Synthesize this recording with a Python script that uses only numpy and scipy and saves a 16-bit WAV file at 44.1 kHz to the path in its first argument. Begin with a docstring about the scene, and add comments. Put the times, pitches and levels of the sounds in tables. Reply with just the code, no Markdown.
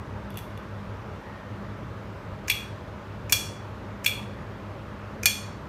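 """A fan-like rush (shaped noise) and a wavering mains hum (sines with random swing) run throughout.
A small solenoid lock is set down on a concrete floor, then a faint far tone swells and fades.
A key switch is turned off and on twice: it ticks (noise through barrel resonances), and a moment later
the bolt springs out or slams in, ringing the steel case (decaying modes and a crack) in a bare room."""
import sys
import numpy as np
from scipy import signal
from scipy.fft import rfft, irfft, next_fast_len
from scipy.io import wavfile
from scipy.ndimage import uniform_filter1d, map_coordinates

SR = 44100
rng = np.random.default_rng(int(sys.argv[2]) if len(sys.argv) > 2 else 0)


def waveform_to_disk(signal):
    """Save audio, clipped to [-1, 1], as 16-bit WAV at the path in sys.argv[1]."""
    frames = np.transpose(np.atleast_2d(signal))
    scaled = np.clip(frames, -1, 1) * 32767
    samples = np.round(scaled).astype(np.int16)
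    wavfile.write(sys.argv[1], SR, samples)


def linear_from_db(decibels):
    """Turn decibels (scalar or array-like) into linear amplitude factors; 0 gives 1."""
    return 10 ** (np.asarray(decibels, float) / 20)


N = 250488
T = np.arange(N) / SR

# ringing of the lock case: (frequency [Hz], t60 before RING_SHARE [s],
# level struck by bolt springing out [dB], by bolt slamming in [dB], by floor [dB])
CASE_MODES = [(1020, 0.016, -21, -16.5, -4), (1756, 0.0077, -6, -0.5, 6), (2346, 0.05, 2, -6, -21),
              (2424, 0.052, 3, -1.5, -7), (2798, 0.024, -1, -4.5, 4), (3340, 0.24, -14.5, -10.5, -16),
              (3422, 0.12, -11, -10, -9), (3447, 0.035, -1, -0.5, 0), (3920, 0.03, -24, -17, -14),
              (4320, 0.028, -3, -6.5, -20), (4470, 0.057, -24, -1.5, -15), (5145, 0.024, -34, -12, -19),
              (5570, 0.072, -11, -3.5, -22), (5970, 0.024, -19, 1, -19), (6220, 0.033, -18, -0.5, -7.5),
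              (6660, 0.054, -13.5, -7.5, -25), (7160, 0.02, -23, 1, -14), (7970, 0.02, -11, -3.5, -3),
              (8930, 0.064, -11, -5.5, -12), (10120, 0.01, -22, -16, -23), (10600, 0.024, -18.5, -7.5, -13),
              (10640, 0.029, -18.5, -13, -4), (11700, 0.032, -8, -3.5, 2.5), (12420, 0.024, -8, -2, -12),
              (13400, 0.027, -6, -11, 0), (14550, 0.03, -13, -11, -3), (14400, 0.027, -12, -5, -10)]
# where the case is struck, in the order of its level columns
PLACES = ["out", "in", "floor"]
# crack of a contact, by place: (level against the ring [dB], t60 [s])
CRACK = {"out": (-22.5, .0115), "in": (1.1, 0.0082), "floor": (6, 0.0076)}
# share of each mode's t60, by place [1]; the fingers damp the case as it is set down
RING_SHARE = {"out": 1.02, "in": 0.96, "floor": 0.67}
# strokes of the bolt: (landing time [s], way, blow [dB], first snap of key switch [dB], second snap [dB])
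STROKES = [(2.4982, "out", -19, -20, -21.5), (3.3233, "in", -17.5, -25, -26),
           (4.0609, "out", -18, -21, -18.5), (5.257, "in", -17.5, -28, -17)]
# bolt travel time, by way [s]
TRAVEL_S = {"out": .0173, "in": .0277}
# chatter of a landing, by way: (time after landing [s], level against the blow [dB], brightness [dB/octave])
CHATTER = {"out": [(0, -4, 0.5), (.002, 0.9, -1), (.0055, -9.5, -1), (.016, -7, -.4)], "in": [(0, 1, 1.1),
           (.0026, -3.5, -6), (.0045, -10, -0.5), (.007, -8, -0.3), (.017, -15.5, -3)]}
# lock touching the floor: (time [s], level [dB], brightness [dB/octave])
FLOOR_TAPS = [(0.304, -48, -3), (.3427, -51, -4.5), (.3575, -52, -7), (0.3726, -38.5, 0.7),
              (0.3743, -43, -6), (.3822, -42.5, -2), (0.3888, -43, -1.8), (.393, -56, -5), (.521, -63, -6),
              (.5757, -48, -5)]
# resonances of the switch barrel: (frequency [Hz], width [Hz], level [dB])
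BARREL_MODES = [(1740, 400, 0.5), (2400, 124, 12.5), (5500, 550, 2), (6920, 810, -0.5), (10570, 3500, -12),
                (13600, 2200, -12)]
# friction while the bolt travels, by way: level before grit flutter [dB]
SLIDE_DB = {"out": -47, "in": -46.5}
# decay of the room: (frequency [Hz], t60 [s])
ROOM_T60 = [(1000, 0.3), (2500, 0.47), (5000, 0.5), (10000, 0.4), (15000, .25)]
# spectrum of the rush, before scaling to RUSH_DB: (frequency [Hz], relative density [dB])
RUSH_SPECTRUM = [(13, -61), (25, -29), (60, -7.5), (105, -8), (174, -11.5), (236, -14.5), (554, -16.5),
                 (710, -24), (815, -19), (1230, -20), (2600, -33), (6440, -48), (8720, -56), (14700, -58),
                 (16000, -61.5)]
# mains hum and drones: (frequency [Hz], rms before throb [dB], wavering width [Hz],
# steady share of power [0-1], throb depth [0-1])
HUM_LINES = [(50.7, -63, 7.8, 0.7, 0.1), (64.9, -58.5, 5, .6, 0.12), (100.9, -44, 6, 0.94, 0.67),
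             (111.9, -51, 8, 0.35, 0.05), (150.7, -59, 9.9, 0.49, 0.), (200.1, -50.5, 10, .5, 0.01),
             (211.2, -53.5, 5.7, 0.89, 0.), (610, -54, 130, 0., 0.)]

SNAP_GAP_S, SNAP_S = 0.0035, 0.0021  # between the two snaps; full scrape of each, before its decay
CREEP_S, CREEP_DB = 0.006, -49  # the key rubs before it turns the current off; level before flutter
ROOM_DB = -7.0
TONE_PEAK_S, TONE_DB = 1.28, -51.5  # level before fuzz
TONE_HZ, TONE_SAG_HZ_PER_S = 1870, 320  # pitch at the peak; how it sags to either side
TONE_RISE_DB_PER_S, TONE_HOLD_S, TONE_FADE_DB_PER_S = 150, 0.08, 70
RUSH_DB = -45.5  # rms in the 300-1000 Hz band
THROB_HZ = 5.1  # the fan's turning beats in the hum


def unit(x):
    """Scaled to rms 1."""
    return x / np.sqrt(np.mean(x ** 2) + 1e-20)


def along(points, hz):
    """(Hz, value) points read on a log axis."""
    point_hz, value = np.transpose(points)
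    return np.interp(np.log(hz + 1), np.log(point_hz + 1), value)


def filtered(x, response):
    """x through a complex response of frequency."""
    size = next_fast_len(len(x) + 8192)
    return irfft(rfft(x, size) * response(np.fft.rfftfreq(size, 1 / SR)), size)[:len(x)]


def wobble(rate_hz):
    """Smooth random curve of rms 1."""
    return unit(map_coordinates(rng.standard_normal(N // 50), [T * rate_hz + 2]))


def tilt(hz, db_per_octave):
    """Gain that pivots about 4 kHz."""
    return linear_from_db(db_per_octave * np.log2((hz + 1) / 4000))


def bass_cut(hz, corner_hz):
    """Second-order high-pass response."""
    return (1j * hz / (1j * hz + corner_hz)) ** 2


def add(track, time_s, sound):
    """Mixes a sound in at time_s."""
    part = track[round(time_s * SR):][:len(sound)]
    part += sound[:len(part)]


def blows():
    """Each contact rings the case modes afresh and cracks briefly."""
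    track, t, modes = np.zeros(N), T[:SR // 4], np.array(CASE_MODES)
    hz, t60_s = modes[:, :1], modes[:, 1:2]
    # loose parts buzz against the case and blur each mode, the high ones most
    blur_hz = np.minimum(0.03 * (hz / 1000) ** 5, 350)
    contacts = [(time_s, "floor", db, slope_db) for time_s, db, slope_db in FLOOR_TAPS]
    for land_s, way, blow_db, *_ in STROKES:
        for late_s, relative_db, slope_db in CHATTER[way]:
            contacts.append((land_s + late_s, way, blow_db + relative_db, slope_db))
    for time_s, place, db, slope_db in contacts:
        crack_db, crack_t60_s = CRACK[place]
        chance = rng.standard_normal((len(modes), 2))  # level [dB], half phase [rad]
        mode_db = modes[:, [2 + PLACES.index(place)]] + chance[:, :1]
        decay_db = -60 * t / (t60_s * RING_SHARE[place])
        size = linear_from_db(mode_db + decay_db) * tilt(hz, slope_db)
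        drift = np.cumsum(rng.standard_normal(size.shape), axis=1) * np.sqrt(2 * np.pi * blur_hz / SR)
        ring = np.sum(size * np.sin(2 * np.pi * hz * t + 2 * chance[:, 1:] + drift), axis=0)
        ring = ring * (1 - np.exp(-t / 0.0002))
        crack = linear_from_db(crack_db - 60 * t / crack_t60_s) * rng.standard_normal(len(t))
        # a small object radiates no bass
        crack = filtered(crack, lambda f: bass_cut(f, 1500) * tilt(f, slope_db))
        add(track, time_s, linear_from_db(db) * (ring + crack))
    return track


def barrel(hz):
    """Sum of barrel resonances with alternating sign."""
    total = 0
    for k, (center_hz, width_hz, db) in enumerate(BARREL_MODES):
        damping = 1j * hz * width_hz
        total = total + (-1) ** k * linear_from_db(db) * damping / (center_hz ** 2 - hz ** 2 + damping)
    return total


def key_switch():
    """Two noise scrapes ring the barrel before each stroke, a dull snap then a brighter one."""
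    track, t = np.zeros(N), T[:SR // 20]
    scrape = np.clip(t / 0.0006, 0, 1) * np.exp(-np.clip(t - SNAP_S, 0, 1) / 0.0012)
    for land_s, way, _, first_db, second_db in STROKES:
        for late_s, db, slope_db in [(0, first_db, -0.8), (SNAP_GAP_S, second_db, 0.3)]:
            noise = scrape * rng.standard_normal(len(t))
            snap = filtered(noise, lambda f: barrel(f) * tilt(f, slope_db))
            add(track, land_s - TRAVEL_S[way] + late_s, linear_from_db(db) * snap)
    return track


def slides():
    """Friction of moving parts: bright noise with gritty flutter."""
    spans = []
    for land_s, way, *_ in STROKES:
        start_s = land_s - TRAVEL_S[way]
        spans.append((start_s, land_s, SLIDE_DB[way]))
        if way == "out":
            spans.append((start_s - CREEP_S, start_s, CREEP_DB))
    level = np.zeros(N)
    for a, b, db in spans:
        level += linear_from_db(db) * np.interp(T, [a, a + 0.0022, b, b + 0.0022], [0, 1, 1, 0])
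    grit = filtered(rng.standard_normal(N), lambda f: bass_cut(f, 2500) * tilt(f, -1.5))
    return level * linear_from_db(3.6 * wobble(400)) * unit(grit)


def room(x):
    """Diffuse answer of bare walls, each frequency dying at its own speed; a new tail each half second."""
    wet, step = np.zeros(N), SR // 2
    for start in range(SR // 5, N, step):
        hz, t, z = signal.stft(rng.standard_normal(SR // 2), SR, nperseg=256)
        decay = linear_from_db(-60 * t / along(ROOM_T60, hz)[:, None])
        tail = signal.istft(z * decay, SR, nperseg=256)[1]
        tail = tail * np.clip(np.arange(len(tail)) / SR / 0.0041, 0, 1)  # reflections build up
        tail = tail / np.linalg.norm(tail)
        add(wet, start / SR + 0.003, signal.fftconvolve(x[start:start + step], tail))
    return wet


def far_tone():
    """Faint, fuzzy far tone: swells, holds and fades; pitch climbs to the level peak, then sags."""
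    since_s = T - TONE_PEAK_S
    rise_db = TONE_RISE_DB_PER_S * np.minimum(since_s, 0)
    fade_db = TONE_FADE_DB_PER_S * np.maximum(since_s - TONE_HOLD_S, 0)
    pitch_hz = TONE_HZ - TONE_SAG_HZ_PER_S * np.clip(np.abs(since_s), 0, 1)
    phase = 2 * np.pi * np.cumsum(pitch_hz) / SR
    fuzz = 0.8 + 0.7 * (wobble(200) + 1j * wobble(200))
    return linear_from_db(TONE_DB + rise_db - fade_db) * np.real(fuzz * np.exp(1j * phase))


def rush():
    """Steady air noise whose level varies in slow patches of time and frequency."""
    z = signal.stft(rng.standard_normal(N), nperseg=512)[2]
    patches = uniform_filter1d(rng.standard_normal(z.shape), size=6, axis=0)
    patches = uniform_filter1d(patches, size=16, axis=1)
    air = signal.istft(z * linear_from_db(0.92 * unit(patches)), nperseg=512)[1][:N]
    air = filtered(air, lambda f: linear_from_db(along(RUSH_SPECTRUM, f)))
    band = filtered(air, lambda f: (f > 300) & (f < 1000))
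    return linear_from_db(RUSH_DB) * air / np.std(band)


def hum():
    """Lines with a steady and a randomly swinging part, throbbing with the fan's turning."""
    sound = np.zeros(N)
    turning = 2 * np.pi * THROB_HZ * T + 2.6 + 0.3 * wobble(0.95)
    for hz, db, width_hz, steady, throb in HUM_LINES:
        share = np.clip(steady, 0, 1)
        carrier = np.exp(2j * np.pi * hz * T)
        waver = wobble(width_hz) + 1j * wobble(width_hz)
        swing = np.sqrt(2 * share) + np.sqrt(1 - share) * waver
        sound += linear_from_db(db) * (1 + throb * np.sin(turning)) * np.real(swing * carrier)
    return sound


def scene():
    """Lock and switch near the microphone, in the room, over the far tone, rush and hum."""
    near = blows() + key_switch() + slides()
    return (near + linear_from_db(ROOM_DB) * room(near) + far_tone() + rush() + hum())[None]


def top_cut(x):
    """Nothing passes above the cut-off."""
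    return signal.sosfilt(signal.butter(12, 16810, fs=SR, output="sos"), x)


def record(dry):
    """The recorder cuts steeply above 15.5 kHz, down to -25 dB."""
    mix = filtered(dry[0], lambda f: linear_from_db(-np.clip((f - 15550) / 8, 0, 25)))
    return top_cut(mix[None])


dry = scene()
out = record(dry)
waveform_to_disk(out)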